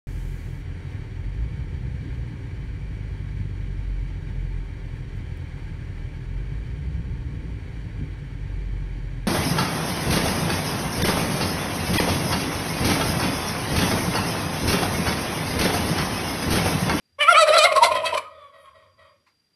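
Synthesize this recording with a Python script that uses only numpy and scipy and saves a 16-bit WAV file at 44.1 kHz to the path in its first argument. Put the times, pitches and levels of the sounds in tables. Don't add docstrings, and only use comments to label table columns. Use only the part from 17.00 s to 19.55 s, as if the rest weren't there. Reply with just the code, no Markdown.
import sys
import numpy as np
from scipy import signal
from scipy.fft import rfft, irfft
from scipy.io import wavfile
from scipy.ndimage import uniform_filter1d

SR = 44100
rng = np.random.default_rng(int(sys.argv[2]) if len(sys.argv) > 2 else 0)


def to_wav(sig):
    pcm = np.clip(np.atleast_2d(sig), -1, 1) * 32767
    pcm = np.round(pcm).astype(np.int16)
    wavfile.write(sys.argv[1], SR, pcm.T)


N = 112454
TIME = np.arange(N) / SR

# time in seconds, level in dB.
HUM_ENVELOPE = [(0, -102), (.17, -64), (.22, -56), (1.05, -51.5), (1.3, -68), (1.85, -64.5), (1.96, -64),
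                (2.02, -63), (2.12, -69), (2.22, -76), (2.55, -93)]
# frequency in Hz, level in dB.
HUM_SPECTRUM = [(25, -29), (50, -27.5), (70, -8), (88, 3), (110, -9.5), (160, -18.5), (400, -32.5),
                (800, -46)]
AIR_SPECTRUM = [(30, -14.5), (70, -8.5), (130, 0.5), (350, -5), (800, -15), (2000, -12.5), (4000, -15),
                (5700, -18.5), (7000, -23.5), (11000, -21), (14000, -31.5)]
# time in seconds, pitch in Hz, roughness from 0 to 1.
YELPS = [(0.182, 527, 0.42), (0.214, 602.3, 0.08), (.24, 573.9, 0.22), (0.267, 577.2, 0.27),
         (.285, 662.3, 0.02), (.305, 712.6, 0), (0.321, 705, 0.04), (.337, 629.2, 0.14), (0.346, 560, 0.45),
         (.365, 609, 0.06), (0.389, 663.1, 0.01), (.422, 643, 0.04), (.442, 580, 0.3)]
GARGLE = [(0.482, 627.2, 0.92), (0.511, 593, 0.073), (0.549, 679, 0.45), (0.576, 673, 0.53),
          (0.592, 617, 0.04), (0.618, 597.4, 0.03), (0.636, 633.4, 0.14), (0.652, 720.5, 0.46),
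          (0.692, 609.5, 0.95)]
RATTLE = [(0.749, 612.6, 0.58), (0.771, 662.1, .8), (0.813, 622.3, 0.45), (.843, 722.5, 0.57),
          (.868, 662, 0.37), (0.909, 596.5, 0.63), (.955, 664.4, 1), (0.984, 633.3, 0.31),
          (1.019, 600.6, 0.89), (1.064, 652.3, 0.4), (1.105, 646.3, 0.59), (1.145, 615, 0.97),
          (1.18, 591.5, 0.53)]
PUSHES = [(0.196, 0.0083, 0.0069, -31.5, -30.5, -35, -49), (0.213, 0.0063, 0.015, -25, -25, -10.5, -32.5),
          (0.229, 0.0043, 0.015, -30.5, -27, -14.5, -32.5), (.256, 0.012, 0.055, -36.5, -31, -29, -44),
          (0.292, 0.0075, 0.0049, -21, -4, -25, -36.5), (0.313, 0.02, 0.009, -23, -13, -16.5, -28),
          (.329, 0.0062, 0.004, -11.5, -20.5, -23.5, -27), (0.352, 0.0055, 0.013, -21.5, -19.5, -14.5, -43),
          (0.394, 0.026, 0.014, -21, -9.5, -21.5, -23.5), (.414, 0.0077, .012, -27.5, -15.5, -21.5, -19),
          (.429, 0.011, 0.0098, -11.5, -26, -21.5, -24), (0.489, 0.015, 0.005, -20.5, -15.5, -22.5, -30),
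          (0.501, 0.011, 0.017, -13.5, -26, -26.5, -33.5), (0.545, 0.024, 0.016, -16, -18.5, -18.5, -27.5),
          (.569, 0.0066, 0.0069, -17, -13, -17, -24.5), (.586, 0.005, 0.0099, -15, -14.5, -26, -15),
          (0.61, 0.019, 0.015, -25, -24, -15.5, -26), (0.639, 0.018, 0.013, -16.5, -16.5, -24.5, -19),
          (.654, 0.0074, 0.012, -15, -20, -17, -26.5), (0.724, 0.0061, 0.009, -17.5, -31, -27.5, -31.5),
          (0.765, 0.0069, 0.014, -15, -24, -22.5, -24), (.843, 0.011, 0.016, -14, -21, -17.5, -18.5),
          (0.918, 0.005, 0.016, -20, -34.5, -29, -35), (0.958, 0.0068, 0.018, -23, -31.5, -25, -34.5),
          (0.991, 0.024, 0.058, -24, -42, -35, -52), (1.066, 0.012, 0.014, -26.5, -28.5, -22, -29),
          (1.106, 0.019, 0.012, -25.5, -34.5, -32.5, -48), (1.146, 0.011, 0.014, -19.5, -31.5, -29, -35),
          (1.177, 0.005, .008, -28, -26.5, -29, -30.5)]
SHIMMER_DEPTHS = [.6, .6, .45, .3]
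HOARSENESS = [.14, .08, .14, .3]
ROUGH_TURBULENCE = [.85, .6, .6, .9]
# frequency in Hz, level in dB.
OVERTONE_SPECTRUM = [(1500, -25), (1750, -9), (2100, 4), (2400, 2.5), (2750, -4), (3050, -1), (3400, -6.5),
                     (3800, -57)]
TREBLE_SPECTRUM = [(3000, -38), (3600, -5), (4050, -4.5), (4500, -4), (5100, -17), (5900, -14.5),
                   (6700, -23.5), (8000, -10), (9200, -20), (10400, -11), (12000, -22), (14000, -28.5)]
PUFF_SPECTRUM = [(30, -7.5), (70, -10), (150, -6.5), (300, -8.5), (450, -3), (700, 6), (1500, 0)]
# centre in Hz, width in Hz, level in dB.
HISS_RESONANCES = [(3960, 200, 1.5), (4430, 350, -3.5), (5050, 300, -5.5), (5710, 300, -5.5),
                   (8300, 500, -7.5), (10450, 670, -2.5)]
# frequency in Hz, gain in dB.
BEAK_RESPONSE = [(40, -2.5), (380, -2), (500, -8), (600, -0.5), (700, -3), (790, -0.5), (1050, 0),
                 (1420, -1), (1600, -1.5), (14500, 0.5)]
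HALF_SHUT_RESPONSE = [(40, 1), (3300, -1), (4100, -10.5), (4800, -1.5), (5800, 1), (7500, -5.5),
                      (10000, 7.5), (14500, 4.5)]
# delay in seconds, gain in dB.
ECHOES = [(.0047, -24), (0.0107, -20.5), (.0192, -21.5)]
# frequency in Hz, level in dB.
LOW_TAIL = [(60, 9.5), (2500, -2.5), (4000, -6)]
HIGH_TAIL = [(2200, -2), (3600, -7.0), (14000, 1.5)]
# peak time and half length in seconds, pitch in Hz, glide in Hz per second, level in dB.
WHISTLES_AND_OVERTONES = [(.329, .004, 3328, -25000, -24), (.357, 0.0096, 2342, 11000.5, -16.5),
                          (.494, .004, 3990, -15000, -23), (.547, 0.0092, 3870, -1, -24),
                          (.577, 0.0012, 3990, 1, -11), (.587, 0.0043, 4020, -4.5, -16),
                          (.644, 0.0023, 3993, -1.5, -16.5), (.676, 0.0071, 1076, -3000, -22),
                          (.715, 0.012, 1091, -1000, -25.5), (.763, 0.0044, 1046, 2014, -16.5),
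                          (.782, 0.008, 1088, -3000, -12.5), (.829, .008, 978, 4499, -7.5),
                          (.872, 0.0076, 1065, 991.5, -22.5), (.917, 0.0046, 1034, -3000, -18.5),
                          (.958, 0.011, 1008, 2014, -21), (1.046, 0.0079, 987, 2009, -21),
                          (1.133, 0.0044, 1005, -6000, -19.5), (1.156, .009, 998.2, 2003, -26.5),
                          (1.176, 0.0043, 1100, 984, -22)]
SQUEAK = [(1.41, 0.0397, 3460, -400, -58)]
# peak time, rise and fall in seconds, pitch in Hz, then levels in dB
ANSWERS = [(1.268, .015, 0.015, 615.6, -50, -39, -53), (1.345, .03, 0.072, 631.8, -43.5, -51.5, -52.5),
           (1.44, .035, 0.056, 572, -68.5, -52, -52), (1.545, .009, 0.093, 646.8, -50, -60, -52.5),
           (1.656, 0.009, 0.045, 545, -59.5, -51.5, -50), (1.76, .009, 0.066, 642, -50.5, -64.5, -53.5),
           (1.839, 0.034, 0.058, 555, -65, -64, -62.5), (1.997, .009, 0.0728, 646.7, -53, -63, -52.5),
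           (2.07, .03, 0.038, 555, -61, -66.5, -59.5)]
# level in dB, from the third harmonic to the eighth.
ANSWER_HARMONICS = [-2, -16, -15.5, -17.5, -21.5, -29]
# frequency in Hz, gain in dB.
ANSWER_RASP = [(300, -2.5), (1500, 9.5), (2400, -5), (3200, 0.5), (4200, -31), (11000, -9), (14000, -31)]
FAR_THROAT_RESPONSE = [(60, -3.5), (400, -9), (520, -1), (650, -2.5), (790, -19), (950, -0.5), (1100, 9.5),
                       (1280, 2), (1650, -15), (1930, 0), (2300, 9), (2780, -8.5), (3300, 6.5),
                       (12000, -8.5)]
# frequency in Hz, level in dB.
TAP_SPECTRUM = [(200, -22), (600, -16), (1050, 5), (1500, -4), (2300, -1), (3300, -15), (4200, -7),
                (7000, -22.5), (14000, -29)]
# frequency in Hz, level of side relative to mid in dB.
SIDE_RESPONSE = [(4200, -51.5), (5500, -32.5), (7500, -24), (11000, -16.5), (14000, -14.5)]


def undb(db):
    return 10 ** (np.asarray(db) / 20)


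def unit(x):
    return x / np.sqrt(np.mean(x ** 2))


def gain_at(hz, points):
    freqs, db = np.array(points, float).T
    inside = np.clip(hz, freqs[0], freqs[-1])
    roll_off = np.minimum((hz + 1) / inside, inside / (hz + 1)) ** 4
    return undb(np.interp(np.log(inside), np.log(freqs), db)) * roll_off


def colour(x, points):
    return irfft(rfft(x) * gain_at(np.fft.rfftfreq(N, 1 / SR), points), N)


def noise(points):
    return unit(colour(rng.standard_normal(N), points))


def ring(hz, width_hz):
    detuning = (np.fft.rfftfreq(N, 1 / SR) - hz) / (width_hz / 2)
    return unit(irfft(rfft(rng.standard_normal(N)) / (1 + np.abs(detuning) ** 3), N))


def flutter(hz):
    steps = np.arange(4000)
    wobble = np.interp(TIME * 2 * hz, steps, rng.standard_normal(len(steps)))
    return unit(uniform_filter1d(wobble, size=40))


def swell(peak, rise, fall):
    offset = (TIME - peak) / np.where(TIME < peak, rise, fall)
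    return 1 / np.cosh(np.clip(1.236 * offset, -50, 50))


def background():
    hum = undb(np.interp(TIME, *np.array(HUM_ENVELOPE).T)) * noise(HUM_SPECTRUM)
    whine = ring(4770, width_hz=85) + undb(-14.5) * ring(5656, width_hz=85)
    return hum + undb(-76.5 + 1.5 * TIME) * whine + undb(-73.5) * noise(AIR_SPECTRUM)


def overtones(hz, phase, spectrum, count, wander_db=3.5, wander_hz=28, slip_rad=.08):
    out, power = 0, 0
    for k in range(3, 3 + count):
        gain = gain_at(k * hz, spectrum) * undb(-2 * np.log2(k))
        waver = unit(undb(wander_db * flutter(wander_hz)))
        slip = k * slip_rad * flutter(k * wander_hz / 2)
        out = out + gain * waver * np.sin(k * phase + k * k + slip)
        power = power + gain ** 2 / 2
    return out / np.sqrt(power)


def hiss():
    rings = sum(undb(db + 2.5 * flutter(60)) * ring(hz, width) for hz, width, db in HISS_RESONANCES)
    return unit(unit(rings) + undb(-2) * noise(TREBLE_SPECTRUM))


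def syrinx(hz, rough, jitter=.04, jitter_hz=170.26, shimmer_hz=130.7):
    envelopes = np.sqrt(sum((undb(row[3:])[:, None] * swell(*row[:3])) ** 2 for row in PUSHES))
    phase = 2 * np.pi * np.cumsum(hz * (1 + jitter * rough * flutter(jitter_hz))) / SR
    flow = unit(1 + .5 * np.cos(phase))
    tones = [unit(np.sin(phase)), unit(np.sin(2 * phase)),
             overtones(hz, phase, OVERTONE_SPECTRUM, count=5),
             overtones(hz, phase, TREBLE_SPECTRUM, count=13)]
    turbulence = [ring(577, width_hz=140), ring(1312, width_hz=750),
                  flow * noise(OVERTONE_SPECTRUM), flow * hiss()]
    out = 0
    for band, envelope in enumerate(envelopes):
        share = np.clip(HOARSENESS[band] + ROUGH_TURBULENCE[band] * rough, 0, .95)
        blend = np.sqrt(1 - share ** 2) * tones[band] + share * turbulence[band]
        depth = SHIMMER_DEPTHS[band] * rough
        shimmer = (1 + depth * flutter(shimmer_hz)) / np.sqrt(1 + depth ** 2)
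        out = out + envelope * shimmer * blend
    puff = undb(-25.5) * np.hypot(envelopes[0], envelopes[2]) * noise(PUFF_SPECTRUM)
    return out + puff


def near_turkey(start_s=.182, beak_opens_s=.35):
    times, *contours = np.array(YELPS + GARGLE + RATTLE).T
    hz, rough = (uniform_filter1d(np.interp(TIME, times, row), size=250) for row in contours)
    call = syrinx(hz, np.clip(rough, 0, 1)) + gliding_tones(WHISTLES_AND_OVERTONES, jitter=.019)
    opening = .5 + .5 * np.tanh((TIME - beak_opens_s) / .0067)
    call = opening * call + (1 - opening) * colour(call, HALF_SHUT_RESPONSE)
    onset = np.clip((TIME - start_s) / .0079, 0, 1)
    return onset * colour(call, BEAK_RESPONSE)


def yard(x, delay_s=.008):
    age = np.maximum(TIME - delay_s, 0)

    def tail(spectrum, t60_s, db):
        response = noise(spectrum) * undb(-60 * age / t60_s) * (age > 0)
        weight = gain_at(np.fft.rfftfreq(N, 1 / SR), spectrum) ** 2
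        return undb(db) * response / np.sqrt(np.sum(np.abs(rfft(response)) ** 2) / np.sum(weight))

    walls = tail(LOW_TAIL, t60_s=.33, db=-8) + tail(HIGH_TAIL, t60_s=.27, db=-12)
    return signal.fftconvolve(x, walls)[:N]


def gliding_tones(rows, jitter):
    out, waver = 0, 1 + jitter * flutter(120)
    for peak, half, hz, glide, db in rows:
        pitch = (hz + glide * np.clip(TIME - peak, -2 * half, 2 * half)) * waver
        tone = unit(np.sin(2 * np.pi * np.cumsum(pitch) / SR))
        out = out + undb(db) * swell(peak, half, half) * tone
    return out


def wattle():
    return undb(-49) * swell(peak=.92, rise=.13, fall=.13) * ring(262, width_hz=280)


def far_turkeys(sag_hz_per_s=280, jitter=.011, shimmer=.2):
    rasp = undb(-5) * noise(ANSWER_RASP)
    hollow = undb(-4.5) * ring(570, width_hz=120)
    out = 0
    for peak, rise, fall, hz, low_db, octave_db, upper_db in ANSWERS:
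        pitch = hz - sag_hz_per_s * np.clip(TIME - peak, -2 * rise, 2 * fall)
        phase = 2 * np.pi * np.cumsum(pitch * (1 + jitter * flutter(120))) / SR
        upper = sum(undb(db) * np.sin(k * phase) for k, db in enumerate(ANSWER_HARMONICS, start=3))
        call = (undb(low_db) * (np.sin(phase) + hollow)
                + undb(octave_db) * np.sin(2 * phase)
                + undb(upper_db) * (upper + rasp))
        out = out + call * swell(peak, rise, fall) * (1 + shimmer * flutter(130))
    return colour(out, FAR_THROAT_RESPONSE) + gliding_tones(SQUEAK, jitter=.0045)


def feathers():
    return undb(-68) * swell(peak=1.632, rise=.038, fall=.038) * ring(10500, width_hz=2400)


def tap():
    return undb(-61) * swell(peak=2.2687, rise=.0028, fall=.03) * noise(TAP_SPECTRUM)


def scene():
    near = near_turkey()
    near = near + sum(undb(db) * np.interp(TIME - delay, TIME, near) for delay, db in ECHOES)
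    far = far_turkeys()
    far = undb(-2) * (far + 1.57 * yard(far))
    mid = background() + near + yard(near) + wattle() + far + feathers() + tap()
    quadrature = np.imag(signal.hilbert(colour(mid, SIDE_RESPONSE)))
    side = quadrature * flutter(500)
    return np.array([mid + side, mid - side])


def record(dry, ceiling=.85, cutoff_hz=14300):
    soft = dry / (1 + (dry / ceiling) ** 6) ** (1 / 6)
    return signal.sosfilt(signal.ellip(10, .2, 80, cutoff_hz, fs=SR, output="sos"), soft)


dry = scene()
out = record(dry)
to_wav(out)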